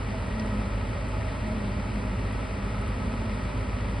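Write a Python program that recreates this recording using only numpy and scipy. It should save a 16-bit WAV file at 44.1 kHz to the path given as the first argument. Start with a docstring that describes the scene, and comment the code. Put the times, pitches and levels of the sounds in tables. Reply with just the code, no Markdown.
"""From the start a telehandler's four-cylinder diesel drones steadily on a building site, beating against
an idling mixer truck amid rumble, injection clatter, fan rush, pump and gear tones and a faint moan.
Within half a second the scaffold ticks and a wavering hum, probably a concrete vibrator, swells and sags.
Just after 1 s come another tick and a dull knock on a board. The hum swells again from 1.5 s,
three faint ticks fall between 2.3 and 2.9 s, and the hum surges once more after 3 s."""
import sys
import numpy as np
from scipy import signal
from scipy.fft import rfft, irfft
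from scipy.io import wavfile
from scipy.ndimage import map_coordinates

SR = 44100
rng = np.random.default_rng(int(sys.argv[2]) if len(sys.argv) > 2 else 0)


def pcm_store(signal):
    """Save signal as 16-bit PCM."""
    levels = np.round(np.clip(np.atleast_2d(signal), -1, 1) * 32767)
    wavfile.write(sys.argv[1], SR, levels.astype(np.int16).T)


N = 176400
T = np.arange(N) / SR
BIN_HZ = np.arange(N // 2 + 1) * SR / N


def undb(db):
    """Amplitude ratio: tenfold for every 20 dB."""
    return 10 ** (np.asarray(db) / 20)


def level(x, db):
    """Normalisation to an rms level."""
    return x * undb(db) / np.sqrt(np.mean(x ** 2))


def curve(points):
    """Frequency response in dB: (f/Hz, level/dB) points interpolated on a log axis."""
    hz, db = np.array(points, float).T
    return np.interp(np.log(np.maximum(BIN_HZ, 1)), np.log(hz), db)


def colour(x, points):
    """Linear filtering: the spectrum is multiplied by a frequency response."""
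    return irfft(rfft(x) * undb(curve(points)), N)


def walk(rate):
    """Low-pass noise of unit variance, making about rate moves a second."""
    wander = irfft(rfft(rng.standard_normal(N)) * np.exp(-(2 * BIN_HZ / rate) ** 2), N)
    return (wander - wander.mean()) / wander.std()


def lean(left, right):
    """Interaural level difference: each band favours the ear nearer to its source."""
    # off-centre machines (f/Hz, left minus right level/dB)
    balance = [(100, -.3), (310, -.4), (400, -5), (520, -2.5), (680, -3), (900, -4), (1070, -3), (1250, 2),
               (2200, 3), (3500, 0), (10000, 0)]
    gain = undb(curve(balance) / 2)
    return np.array([irfft(rfft(left) * gain, N), irfft(rfft(right) / gain, N)])


def spread(mid, side):
    """Mid-side stereo processing: left and right differ band by band, nearly opposite in two treble bands."""
    # stereo width (f/Hz, side minus mid level/dB)
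    width = [(30, -20), (80, -21.5), (170, -17), (350, -4), (550, -9), (730, -1), (900, -10.5),
             (1130, -1.5), (1300, -7.5), (1600, 0.5), (2300, -8.5), (2600, -3.5), (3400, -21), (5000, -67),
             (5350, 15.5), (6000, 6.5), (6800, 49), (7350, 23.5), (7800, -34), (10000, -17), (11000, 4),
             (11500, 39)]
    ratio = undb(curve(width))
    mid = irfft(rfft(mid) / np.hypot(1, ratio), N)
    side = irfft(rfft(side) * ratio / np.hypot(1, ratio), N)
    return lean(mid + side, mid - side)


def fans(sway_db=.2, flicker_db=.63):
    """Broadband flow noise: radiator fans rush, swaying a little on the breeze."""
    # cooling fans and open air (f/Hz, relative spectral level/dB)
    spectrum = [(25, -38), (100, -5), (300, 5.5), (600, 0.5), (1000, -6), (2000, -10), (3300, -11.5),
                (5000, -14.5), (6000, -26), (7800, -22.5), (10000, -22), (11500, -29)]
    rush = spread(*colour(rng.standard_normal((2, N)), spectrum))
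    return level(rush, db=-45) * undb(sway_db * walk(3) + flicker_db * walk(26))


def rumble():
    """Forced vibration: uneven combustion booms in the silencers and body panels."""
    # boom of both engines (f/Hz, relative spectral level/dB)
    spectrum = [(10, -51), (22, -16), (33, -10), (42, -17), (56, -2), (68, 4.5), (80, 1), (100, -4),
                (120, -1), (138, -7), (168, -10), (184, 1.5), (215, -8), (255, -4.5), (300, -15.5),
                (420, -33), (900, -84)]
    return level(spread(*colour(rng.standard_normal((2, N)), spectrum)), db=-36)


def ticks(decay_s=.006):
    """Impact transients: tiny scaffold contacts give bright, exponentially damped noise."""
    # contacts (t/s, level/dB, centre f/Hz)
    contacts = [(.27, -55, 9000), (0.396, -39, 4700), (0.461, -52, 7900), (1.085, -53, 9000),
                (2.324, -52, 10300), (2.812, -52, 9600), (2.876, -51, 9200)]
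    out = 0
    for start, db, hz in contacts:
        band = colour(rng.standard_normal((2, N)), [(hz / 2, -25), (hz, 0), (hz * 2, -25)])
        out = out + level(band, db) * (T >= start) * np.exp(-np.abs(T - start) / decay_s)
    return spread(*out)


def knock(rise_s=.003):
    """Free vibration: a softly bumped formwork board rings in damped modes."""
    # bumps (t/s, level/dB)
    bumps = [(1.131, -33.5)]
    # board modes (f/Hz, relative level/dB, decay time/s)
    modes = [(858, 0, .022), (1070, -8, .018), (1255, -7, .022)]
    out = 0
    for start, db in bumps:
        age = np.maximum(T - start, 0)
        ring = sum(undb(mode_db) * np.sin(2 * np.pi * hz * age) * np.exp(-age / decay_s)
                   for hz, mode_db, decay_s in modes)
        out = out + undb(db) * ring * (1 - np.exp(-age / rise_s))
    return lean(out, out)


def moan(jitter=.016, flutter_db=2):
    """Frequency modulation: a thin tone, probably hydraulic, comes and goes around 620 Hz."""
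    # course of the moan (t/s, f/Hz, level/dB)
    course = [(.05, 650, -60), (.15, 650, -44.5), (.25, 625, -58), (.36, 620, -51), (.45, 640, -46),
              (.56, 645, -66), (1, 620, -54), (1.18, 640, -51), (1.23, 654, -45), (1.27, 632, -44),
              (1.33, 612, -53), (1.42, 618, -46), (1.49, 625, -43.5), (1.53, 645, -47), (1.6, 620, -64),
              (1.8, 592, -46), (1.9, 605, -55), (2, 642, -48), (2.12, 598, -49), (2.25, 610, -66),
              (2.54, 645, -49), (2.75, 620, -70), (3.3, 605, -60), (3.5, 592, -47), (3.62, 600, -60),
              (4, 619, -56)]
    times, hz, db = np.array(course).T
    phase = 2 * np.pi * np.cumsum(np.interp(T, times, hz) * (1 + jitter * walk(84))) / SR
    tone = np.sqrt(2) * np.sin(phase) * undb(np.interp(T, times, db) + flutter_db * walk(25))
    return lean(tone, tone)


def thin_tone(hz, envelope, waver_hz, flutter_db, rate):
    """Line broadening: random modulation of pitch and level roughens a sine that follows an envelope."""
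    phase = 2 * np.pi * np.cumsum(hz + waver_hz * walk(rate)) / SR
    db = np.interp(T, *np.array(envelope).T) + flutter_db * walk(rate)
    tone = np.sqrt(2) * np.sin(phase) * undb(db)
    return lean(tone, tone)


def gear_ring(hz=1290, half_width_hz=28):
    """Resonance: noise in a narrow band gives a wavering ring that swells and fades."""
    # envelope of the ring (t/s, level/dB)
    envelope = [(0, -69), (.6, -48), (1.05, -59), (1.4, -52.5), (2.1, -57), (2.6, -49), (3.5, -49.5),
                (4, -53)]
    ring = irfft(rfft(rng.standard_normal((2, N))) / (1 + ((BIN_HZ - hz) / half_width_hz) ** 2), N)
    return level(spread(*ring), 0) * undb(np.interp(T, *np.array(envelope).T))


def gear_whine():
    """Roughness: two close gear tones beat rapidly as they swell and fade together."""
    # envelope of the whine (t/s, level/dB)
    envelope = [(0, -64), (.26, -65), (.3, -52), (.37, -51.5), (.48, -56), (.7, -63), (1.2, -64),
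                (1.37, -58), (1.6, -65), (2.25, -57), (2.8, -62), (3.1, -58), (3.8, -63), (3.9, -54),
                (4, -61)]
    lower = thin_tone(1908, envelope, waver_hz=12, flutter_db=3, rate=110)
    upper = thin_tone(1955, envelope, waver_hz=22, flutter_db=3.5, rate=110)
    return lower + undb(-4) * upper


def turns(hz, wobble=.0016):
    """Phase as the integral of frequency: the cycle count of a governed machine that hunts slightly."""
    return np.cumsum(hz * (1 + wobble * walk(2.95))) / SR + rng.random()


def drone(cycles, orders, flutter_db, flutter_rate):
    """Superposition: tones at multiples of a machine's rate, each fluttering on its way through the air."""
    out = 0
    for multiple, db in orders:
        tone = np.sin(2 * np.pi * (multiple * cycles + rng.random()))
        flutter = undb(flutter_db * np.log(1 + multiple) * walk(flutter_rate))
        out = out + level(tone * flutter, db)
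    return lean(out, out)


def pump_drone(hz):
    """Periodic excitation: the hydraulic pump hums at multiples of its rate."""
    # pump tones (multiple of the rate, level/dB)
    orders = [(1, -43.5), (2.5, -55)]
    return drone(turns(hz), orders, flutter_db=3.5, flutter_rate=15)


def pump_whistle(pump_hz):
    """Amplitude modulation: the pump's fifth harmonic swells and fades."""
    # envelope of the whistle (t/s, level/dB)
    envelope = [(0, -60), (.35, -50), (.55, -55), (.72, -49), (.96, -46.5), (1.1, -54), (1.25, -48),
                (1.4, -58), (2.25, -58), (2.42, -50), (2.6, -59), (4, -55)]
    return thin_tone(5 * pump_hz, envelope, waver_hz=2.5, flutter_db=1.5, rate=25)


def vibrator(jitter=.025, flutter_db=1.4):
    """Rotating unbalance: a weight hums, slows as concrete loads it and interferes with its echoes."""
    # course of the fundamental (t/s, f/Hz, level/dB)
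    course = [(0, 205, -42), (.22, 212, -52), (.38, 219, -33.5), (.59, 219, -33.5), (.65, 200, -36),
              (.78, 203, -40.5), (1.05, 205, -54), (1.4, 212, -47), (1.5, 217, -35), (1.57, 219, -33),
              (1.66, 197, -34.5), (1.8, 208, -47), (1.92, 215, -37.5), (2.03, 200, -37), (2.15, 203, -39),
              (2.24, 198, -53), (2.55, 203, -45), (2.66, 202, -37.5), (2.8, 210, -45), (2.98, 212, -43),
              (3.07, 217, -34.5), (3.2, 220, -38), (3.3, 218, -37), (3.38, 199, -37.5), (3.5, 204, -53),
              (4, 203, -46)]
    # far reflections across the site (delay/s, relative level/dB)
    echoes = [(.085, -13), (.16, -12)]
    times, hz, db = np.array(course).T
    phase = 2 * np.pi * np.cumsum(np.interp(T, times, hz) * (1 + jitter * walk(40.5))) / SR
    harmonics = np.sin(phase) + undb(-17) * np.sin(2 * phase) + undb(-20) * np.sin(3 * phase)
    hum = np.sqrt(2) * harmonics * undb(np.interp(T, times, db) + flutter_db * walk(45))
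    return hum + sum(undb(echo_db) * np.interp(T - delay, T, hum, left=0) for delay, echo_db in echoes)


def clatter(firings, firing_hz, repeat_share=.5, knock_depth=.24, decay_firings=.82):
    """Cyclostationary noise: valve and injector rattle partly recurs every four firings, pulsing at each."""
    # response of engine block and panels (f/Hz, relative level/dB)
    response = [(30, -40), (150, 4), (300, -2.5), (380, 1), (530, -2), (640, 2), (735, -5.5), (850, -1.5),
                (1000, -2.5), (1150, -3), (1290, -3.5), (1420, -6.5), (1700, -8), (1920, -8.5), (2100, -9),
                (2380, -8), (2700, -12.5), (3500, -22), (5000, -24), (11000, -35.5)]
    cycle_samples = int(4 * SR / firing_hz)
    position = (firings / 4 % 1) * cycle_samples
    repeating = map_coordinates(rng.standard_normal(cycle_samples), [position], order=3, mode="grid-wrap")
    rattle = np.sqrt(repeat_share) * repeating + np.sqrt(1 - repeat_share) * rng.standard_normal(N)
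    alternation = 1 + .057 * np.cos(np.pi * np.floor(firings))
    pulses = 1 + knock_depth * np.exp(-(firings % 1) / decay_firings) * alternation
    return colour(pulses * rattle, response)


def injectors(firings, decay_firings=.4, scatter_db=2.5):
    """Impulsive excitation: each firing snaps an injector, a rasp of random size, alternately accented."""
    # injector rasp (f/Hz, relative spectral level/dB)
    spectrum = [(1400, -30), (1900, 7.5), (2150, -3), (2420, -3.5), (2700, -4.5), (3300, -16),
                (5000, -15.5), (9000, -45)]
    index = np.floor(firings).astype(int)
    alternation = 1 + .16 * np.cos(np.pi * index)
    strength = undb(scatter_db * rng.standard_normal(index.max() + 1))[index] * alternation
    bursts = strength * np.exp(-(firings % 1) / decay_firings) * rng.standard_normal((2, N))
    return level(spread(*colour(bursts, spectrum)), db=-52.5)


def diesel(firings, firing_hz, orders, block_db, flutter_db, throb_db=1.2):
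    """Phase locking: one crankshaft times both the throbbing exhaust notes and the block clatter."""
    block = spread(clatter(firings, firing_hz), clatter(firings, firing_hz))
    exhaust = drone(firings, orders, flutter_db, flutter_rate=23) * undb(throb_db * walk(24))
    return exhaust + level(block, block_db)


def mixer_truck(firing_hz=43.45):
    """Beating: the idling truck's exhaust notes lie a few hertz from the telehandler's."""
    # exhaust tones (multiple of the firing rate, level/dB)
    orders = [(1, -45.5), (2, -43), (2.5, -47.5), (5, -53)]
    return diesel(turns(firing_hz), firing_hz, orders, block_db=-43, flutter_db=.5)


def telehandler(firing_hz=50.8):
    """Periodic combustion: four cylinders fire in turn, setting the pitch of the drone and the rasp's pace."""
    # exhaust and gear tones (multiple of the firing rate, level/dB)
    orders = [(1, -34), (2, -37.5), (3, -53), (4, -54), (5, -46.5), (8, -54), (10, -55.5), (10.75, -63),
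              (11.75, -60), (18.75, -60), (24.75, -61), (25.25, -62), (25.75, -61), (27, -63)]
    firings = turns(firing_hz)
    return diesel(firings, firing_hz, orders, block_db=-40.5, flutter_db=.74) + injectors(firings)


def scene(pump_hz=114.6):
    """Superposition: the pressures of the engines, the hydraulics and the concrete work add."""
    machines = telehandler() + mixer_truck() + pump_drone(pump_hz)
    thin_tones = gear_ring() + moan() + pump_whistle(pump_hz) + gear_whine()
    return machines + thin_tones + rumble() + fans() + vibrator() + ticks() + knock()


def record(dry):
    """Band limiting: a steep elliptic low-pass cuts the treble above 11.7 kHz."""
    return signal.sosfilt(signal.ellip(8, .2, 80, 11700, fs=SR, output="sos"), dry)


dry = scene()
out = record(dry)
pcm_store(out)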